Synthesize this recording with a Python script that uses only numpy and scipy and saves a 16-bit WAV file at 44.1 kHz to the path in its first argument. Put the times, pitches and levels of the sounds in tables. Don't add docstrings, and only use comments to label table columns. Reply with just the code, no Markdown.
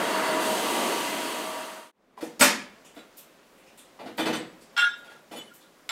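import sys
import numpy as np
from scipy import signal
from scipy.fft import rfft, irfft, next_fast_len
from scipy.io import wavfile
from scipy.ndimage import uniform_filter1d

SR = 44100
rng = np.random.default_rng(int(sys.argv[2]) if len(sys.argv) > 2 else 0)


def linear_from_db(decibels):
    return 10 ** (np.asarray(decibels, float) / 20)


def materialize(psi):
    bounded = np.clip(np.atleast_2d(psi).T, -1, 1)
    quanta = np.round(bounded * 32767).astype(np.int16)
    wavfile.write(sys.argv[1], SR, quanta)


N = 260615
SIZE = next_fast_len(N)
CUT_S = 1.917


def rms_one(x):
    return x / np.sqrt(np.mean(x ** 2) + 1e-20)


def in_time(rows):
    s, *columns = np.transpose(rows)
    return [np.interp(np.arange(N) / SR, s, c, left=-120, right=-120) for c in columns]


def at_hz(points, hz):
    table_hz, value = np.transpose(points)
    return np.interp(np.log(hz), np.log(table_hz), value)


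def ramp(start_s, length_s):
    return np.clip((np.arange(N) / SR - start_s) / length_s, 0, 1)


def swells(rows):
    t = np.arange(N) / SR
    return np.max([db * np.exp(-(2 * (t - s) / length) ** 4) for s, length, db in rows], axis=0)


def drift(rate):
    r = np.exp(-80 * np.pi * rate / SR)
    slow = signal.lfilter([1], [1, -2 * r, r * r], rng.standard_normal(N // 40 + 2002))[2000:]
    return np.interp(np.arange(N) / 40, np.arange(len(slow)), rms_one(slow))


def band(x, low_hz, high_hz):
    return signal.sosfilt(signal.butter(3, [low_hz, min(high_hz, SR * .45)], "band", fs=SR, output="sos"), x)


def resonance(x, hz, width_hz):
    r = np.exp(-np.pi * width_hz / SR)
    return signal.lfilter([(1 - r * r) / 2, 0, (r * r - 1) / 2], [1, -2 * r * np.cos(2 * np.pi * hz / SR), r * r], x)


def coloured(x, spectrum):
    hz = np.maximum(np.fft.rfftfreq(SIZE, 1 / SR), 1)
    return rms_one(irfft(rfft(x, SIZE) * linear_from_db(at_hz(spectrum, hz)), SIZE)[:N])


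def patchy(x, patchy_db, rate):
    together, spectrum = drift(rate / 4), rfft(x, SIZE)
    octave = np.log2(np.maximum(np.fft.rfftfreq(SIZE, 1 / SR), 1) / 22)
    out = np.zeros(N)
    for k in range(11):
        share = np.cos(np.pi / 2 * np.clip(octave - k, -1, 1)) ** 2
        out += irfft(spectrum * share, SIZE)[:N] * linear_from_db(patchy_db * (0.11 * together + drift(rate)))
    return rms_one(out)


def rattle(blows, spread_s):
    out, t = np.full(N + 4000, 1e-18), np.arange(4000) / SR
    draws = rng.standard_normal((len(blows), 4000)) ** 3
    for (s, db), draw in zip(blows, draws):
        spectrum = rfft(draw * t * np.exp(-t / spread_s))
        run = irfft(spectrum / np.abs(spectrum) ** .8)
        run = run * np.exp(-t / (4 * spread_s))
        start = round(s * SR)
        out[start:start + 4000] += linear_from_db(db) * run / np.sqrt(np.sum(run ** 2))
    return out[:N]


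# t/s, level/dB
MACHINERY = [
    (1.9, -57),
    (2.8, -54),
    (3.3, -57.5),
    (4.6, -53),
    (5.2, -57),
    (5.92, -59),
]
# f/Hz, density/dB per Hz
SHOP_SPECTRUM = [(15, -29), (25, -10.5), (101, -19), (160, -6), (247, -2.5), (434, -3), (471, -8),
                 (510, -1.5), (829, -8.5), (948, -8), (1380, -10.5), (15600, -29)]


def shop():
    door_s, swing_s, door_loss_db = 2.22, .12, -11.5
    machinery_db, = in_time(MACHINERY)
    hiss_db = -56 + door_loss_db * (1 - ramp(door_s - swing_s / 2, swing_s))
    air = patchy(coloured(rng.standard_normal(N), SHOP_SPECTRUM), patchy_db=1.0, rate=8.8)
    hum = signal.lfilter([.15], [1, -.85], air)
    fade_in = ramp(CUT_S, 0.38) ** 0.73
    return fade_in * (linear_from_db(machinery_db) * hum + linear_from_db(hiss_db) * (air - hum))


# f/Hz, density/dB per Hz
ROAR_SPECTRUM = [(18, -78), (30, -57), (109, -30), (216, -4), (585, -3), (639, -3.5), (699, -1), (834, -5),
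                 (953, -2.5), (1060, -3.5), (2020, -10), (2420, -13.5), (3300, -16), (6000, -42),
                 (7800, -50), (13200, -120)]
# f/Hz,
# width/Hz, level over the roar/dB
SHAKEN_PANELS = [(307, 32, -14), (1159, 3.5, -13.5), (2024, 28, -16.5), (2775, 83, -18), (3206, 350, -17),
                 (3830, 37, -25.5), (4910, 220, -24.5), (6510, 230, -28), (11800, 73, -40),
                 (13420, 60, -38)]


def roar():
    turbulence, push = rng.standard_normal((2, N))
    out = patchy(coloured(turbulence, ROAR_SPECTRUM), patchy_db=1.65, rate=1.5)
    for hz, width_hz, db in SHAKEN_PANELS:
        out = out + linear_from_db(db + 1.65 * drift(6.4)) * rms_one(resonance(push, hz, width_hz))
    return linear_from_db(-28) * out


def cabinet(x):
    t60_s, echo_db = 0.13, -3.0
    t = np.arange(SR // 5) / SR
    echoes = rng.standard_normal(len(t)) * linear_from_db(-60 * t / t60_s)
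    echoes = echoes / np.sqrt(np.sum(echoes ** 2))
    return rms_one(x + linear_from_db(echo_db) * signal.fftconvolve(x, echoes)[:N])


# f/Hz, density/dB per Hz
GRIT_SPECTRUM = [(1470, -59), (2500, -7), (3170, -5), (3580, -6), (5670, -10), (8850, -8.5), (13700, -16),
                 (15600, -21.5)]


def grit(air):
    flows_s, rise_s, thin_db = 0.393, 0.037, -4.5
    struck = rng.random(N) < 9000 / SR
    hail = struck * linear_from_db(13.0 * np.minimum(rng.exponential(1, N), 4)) * rng.choice([-1, 1], N)
    hiss = coloured(rms_one(hail) * 0.21 + air, GRIT_SPECTRUM)
    hiss = cabinet(patchy(hiss, patchy_db=0.06, rate=6.4))
    return linear_from_db(-34 + thin_db * (1 - ramp(flows_s, rise_s))) * hiss


def air_column(white, hz, width_hz):
    tone = resonance(resonance(white, hz, width_hz), hz, width_hz)
    return rms_one(tone / uniform_filter1d(tone ** 2 + 1e-20, 600) ** .35)


# f/Hz, width/Hz, resting level/dB, share of the gain
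AIR_COLUMNS = [
    (634, 10.2, -44.5, 0.8),
    (955, 44, -38, 0.24),
    (4470, 12, -51, 0.66),
    (8820, 60, -61, 1.2),
]
# middle t/s, length t/s, gain level/dB
MOUTH_SWEEPS = [
    (.09, .06, 12),
    (.22, 0.21, 15.5),
    (.34, 0.18, 18),
    (.51, .13, 17),
    (.69, 0.16, 4),
    (1.055, 0.056, 15),
    (1.14, 0.037, 14),
    (1.25, 0.11, 9.5),
    (1.55, 0.37, 13.5),
    (1.8, 0.26, 13),
]
# middle t/s, length t/s, gain level/dB
WHISTLE_SPURTS = [
    (.055, .08, 7.5),
    (.16, 0.1, 8),
    (.29, .11, 12),
    (.5, 0.087, 6),
    (.9, .12, 3),
    (1.3, .12, 9),
    (1.6, .12, 8),
]


def blown_air(air):
    hum_db, whistle_db = swells(MOUTH_SWEEPS), swells(WHISTLE_SPURTS)
    gains_db = [hum_db, hum_db, whistle_db, whistle_db]
    return sum(linear_from_db(db + share * gain_db) * air_column(air, hz, width_hz)
               for gain_db, (hz, width_hz, db, share) in zip(gains_db, AIR_COLUMNS))


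def jet():
    air = rng.standard_normal(N)
    fade_out = ramp(CUT_S, -1.13) ** 0.89
    return fade_out * (roar() + grit(air) + blown_air(air))


def thump():
    t = np.maximum(np.arange(N) / SR - 2.405, 0)
    return linear_from_db(-44) * np.sin(2 * np.pi * 35 * t) * np.exp(-t / .015)


# t/s, first level/dB, first ring f/Hz, second level/dB, second ring f/Hz
GRIT_TICKS = [(2.848, -53, 6540, -49.5, 3000), (2.945, -63, 8000, -64, 13170),
              (3.17, -45, 14500, -56, 8000), (3.178, -53.5, 2790, -69, 5640), (3.58, -66, 8000, -55, 2300),
              (3.665, -62, 5000, -52, 2500), (3.776, -50, 8400, -50, 3500),
              (4.173, -45.5, 16000, -59, 8300), (4.3, -50, 5800, -58, 13500), (4.61, -58, 7960, -57, 4900),
              (4.974, -67, 12000, -62, 7400), (5.538, -53, 13300, -61, 8000), (5.605, -66, 7000, -55, 3550)]


def ticks():
    out = np.zeros(N)
    for s, db, hz, second_db, second_hz in GRIT_TICKS:
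        run = rattle([(s - .002, 36)], spread_s=0.0068)
        out += linear_from_db(db) * resonance(run, hz, 0.37 * hz)
        out += linear_from_db(second_db) * resonance(run, second_hz, 0.27 * second_hz)
    return out


# t/s, peak level/dB
BENCH_SNAPS = [
    (4.767, -25),
    (4.778, -16),
    (5.8922, -13),
]


def snaps():
    clicks = np.full(N, 1e-18)
    for s, db in BENCH_SNAPS:
        clicks[round(s * SR)] = linear_from_db(db + 15.5)
    return resonance(clicks, 2600, 1700)


# t/s, strength level/dB, weight on the grate level/dB, hardness level/dB
METAL_KNOCKS = [(2.173, -48.5, 11.5, -10), (2.209, -37, 6.5, -9.5), (2.229, -52, -3, 4.5),
                (2.397, -27, 5, 4.5), (2.41, -8.5, -12, -6), (2.965, -45, 2.5, -13), (3.993, -41, 12, -18),
                (4.06, -39.5, 4.5, -16.5), (4.18, -24, 4.5, -14.5), (4.257, -23, 5.5, -17),
                (4.329, -26, -3.5, -15.5), (4.767, -24.5, -43, -26), (4.778, -29, -23, -11),
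                (5.044, -47.5, 1, -11), (5.099, -48, 2.5, -11), (5.315, -40, 9.5, -8.5),
                (5.359, -40, -16, -12), (5.893, -26.5, -29, -15)]
IMPACT_EDGES_HZ = [170, 800, 2500, 4800, 17000]


def knocks():
    s, db, weight_db, hard_db = np.transpose(METAL_KNOCKS)
    crack_db = db - 0.5 + 0.033 * hard_db
    levels_db = [db + weight_db, db, crack_db, db + hard_db]
    spreads_s, lifts_db = [0.0123, 0.0054, 0.0048, 0.0093], [35.1, 32.3, 28.4, 34.3]
    out = np.zeros(N)
    for k, (low_hz, high_hz) in enumerate(zip(IMPACT_EDGES_HZ, IMPACT_EDGES_HZ[1:])):
        blows = np.c_[s - .003, levels_db[k] + lifts_db[k]]
        out += band(rattle(blows, spreads_s[k]), low_hz, high_hz)
    return signal.sosfilt(signal.butter(1, 8000, fs=SR, output="sos"), out)


# f/Hz, T60/s
SHOP_T60 = [(150, 0.78), (400, 0.53), (1040, 0.5), (2760, 0.55), (7280, 0.37), (11000, 0.37), (16000, 0.1)]


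def room(noisy):
    direct_db, build_s = -7, 0.0028
    t, edges = np.arange(SR // 2) / SR, 80 * 2 ** np.arange(0, 8.1, .5)
    white = rng.standard_normal((2, len(t)))
    tail = np.zeros(len(t))
    for k, (low_hz, high_hz) in enumerate(zip(edges, edges[1:])):
        t60_s = 0.83 * at_hz(SHOP_T60, np.sqrt(low_hz * high_hz))
        tail += band(white[k % 2], low_hz, high_hz) * linear_from_db(-60 * t / t60_s)
    tail = tail * (1 - np.exp(-t / build_s))
    tail = tail / np.sqrt(np.sum(tail ** 2))
    return linear_from_db(direct_db) * noisy + signal.fftconvolve(noisy, tail)[:N]


def part(modes, blows, swell_s, waver):
    at, out = [round(s * SR) for s, db in blows], np.zeros(N)
    start, swell = at[0], np.exp(-1 / (swell_s * SR))
    t, blow_db = np.arange(N - start) / SR, np.array(blows)[:, 1]
    softness_db = blow_db.max() - blow_db
    for hz, db, t60 in modes:
        dulling_db = 0.2 * softness_db * max(np.log2(hz / 1500), 0)
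        energy = np.full(N, 1e-30)
        energy[at] = linear_from_db(2 * (blow_db + db - dulling_db + rng.normal(0, 1.5, len(at))))
        swell_and_decay = np.convolve([1, -swell], [1, -linear_from_db(-120 / (t60 * SR))])
        energy = signal.lfilter([1 - swell], swell_and_decay, energy[start:])
        wander = waver * drift(21.2)[start:]
        tone = np.sin(2 * np.pi * (hz * t + rng.random()) + wander)
        out[start:] += np.sqrt(energy) * linear_from_db(5.1 * wander[::-1]) * tone
    return out


# t/s, level/dB
GRATE_MODES = [(222.2, -4.5, 0.26), (272.5, -6.5, 0.44), (319.4, 3, 0.4), (405, -17, 0.025),
               (485, -1.5, 0.41), (506, -5, 0.15), (592, -20.5, 0.29), (678, 1.5, 0.1)]
GRATE_HITS = [(2.226, -39.5), (2.29, -59), (2.411, -30.5), (2.965, -49.5), (4.0, -62), (4.062, -41),
              (4.193, -33), (4.26, -33.5), (4.334, -35), (5.311, -47), (5.37, -54)]
LUG_MODES = [(780, 0, 0.093), (1000, 6, 0.063), (1138, 0, .08), (2900, -8, .06)]
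LUG_HITS = [
    (2.176, -43.5),
    (2.85, -69),
    (3.99, -51),
]
HOUSING_MODES = [(214, -17, 0.71), (260, -7.5, 0.43), (1710, -10.5, 0.47), (579, -6.5, 0.37),
                 (1412, -3, 0.29), (1910, -14, 0.38), (2185, -8.5, 0.36), (5350, -10, 0.39),
                 (5800, -17.5, 0.38), (6360, -22, 0.187), (7070, -18, 0.3), (8080, -8, 0.17),
                 (9905, -19, .16)]
HOUSING_HITS = [
    (2.41, -16),
]
BRACKET_MODES = [(655, -11.5, 0.203), (1400, -4, 0.5), (2220, 3, 0.039), (3000, -4, 0.17), (3500, 3, .15),
                 (3910, 3, 0.18), (5230, -2, 0.061), (7540, -2, 0.15), (11800, -28, 0.1)]
BRACKET_HITS = [
    (2.962, -54.5),
    (2.99, -51.5),
    (5.892, -35),
]
SLEEVE_MODES = [(3060, 1, 0.23), (3520, 0.5, 0.2), (4430, -5, 0.18), (6080, -6, .15), (7040, -14, 0.27),
                (7470, -17, .22), (7955, -12, 0.41), (8270, -11, .25), (8500, -6.5, 0.22),
                (9060, -12, 0.13), (10600, -24, .17), (11620, -18, .14), (12350, -18, .14)]
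SLEEVE_HITS = [
    (4.201, -41),
    (4.262, -43),
    (4.33, -40),
    (4.35, -45),
]
HANDLE_MODES = [(3004, -4.5, 0.47), (3450, -0.5, 0.16), (4390, -15, 0.2), (5160, -15, 0.24),
                (5959, -25, 0.29), (6900, -12, 0.29), (7500, -20, .27), (7838, -14, 0.28),
                (8900, -11.5, 0.34), (9800, -14, 0.29), (11900, -13, .15), (12830, -16, .19)]
HANDLE_HITS = [
    (5.312, -50),
    (5.335, -51),
    (5.36, -43),
    (5.385, -45.5),
]
TUBE_MODES = [(920, -24, 0.12), (1304, -33, 0.15), (1421, 4, 0.22), (1530, -28, 0.21), (1652, -1.5, 0.3),
              (1860, -17, .13), (2020, -12, .13), (2210, -11, 0.078), (2250, -19, .15), (2650, -15, 0.11),
              (2770, -6.5, 0.12), (3140, -12.5, 0.32), (3290, -0.5, 0.075), (3420, -7, 0.13),
              (3566, -10, 0.31), (3600, -19, 0.4), (3780, -18.5, 0.47), (4070, -12, 0.1), (4400, -33, 0.11),
              (5329, -17, .21), (5352, -18, .21), (5545, -26, .25), (6050, -24, 0.19), (7660, -21, 0.28),
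              (8720, -27, 0.17), (9749, -31, .12), (10460, -25, 0.14)]
TUBE_HITS = [(4.766, -28.5), (4.776, -21.5), (4.79, -22), (4.815, -25.5), (4.84, -28), (4.865, -32),
             (4.935, -43), (4.959, -46.5), (5.005, -51), (5.075, -49.5), (5.115, -50), (5.16, -56.5),
             (5.49, -57), (5.64, -63)]


def ringing_parts():
    out = part(GRATE_MODES, GRATE_HITS, swell_s=0.0021, waver=0.79)
    out += part(LUG_MODES, LUG_HITS, swell_s=0.0017, waver=.6)
    out += part(HOUSING_MODES, HOUSING_HITS, swell_s=0.0039, waver=0.81)
    out += part(BRACKET_MODES, BRACKET_HITS, swell_s=0.0012, waver=0.29)
    out += part(SLEEVE_MODES, SLEEVE_HITS, swell_s=0.0094, waver=1.0)
    out += part(HANDLE_MODES, HANDLE_HITS, swell_s=0.0037, waver=0.98)
    out += part(TUBE_MODES, TUBE_HITS, swell_s=0.0042, waver=0.92)
    return out


def scene():
    mono = shop() + jet() + thump() + snaps() + room(knocks() + ticks()) + ringing_parts()
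    return np.array([mono, mono])


def roll_off(x):
    return signal.sosfilt(signal.butter(12, 15990, fs=SR, output="sos"), x)


def record(dry):
    rounded = .7 * np.tanh(dry / .7)
    mix = signal.sosfilt(signal.ellip(10, .5, 70, 15800, fs=SR, output="sos"), rounded)
    return roll_off(mix)


dry = scene()
out = record(dry)
materialize(out)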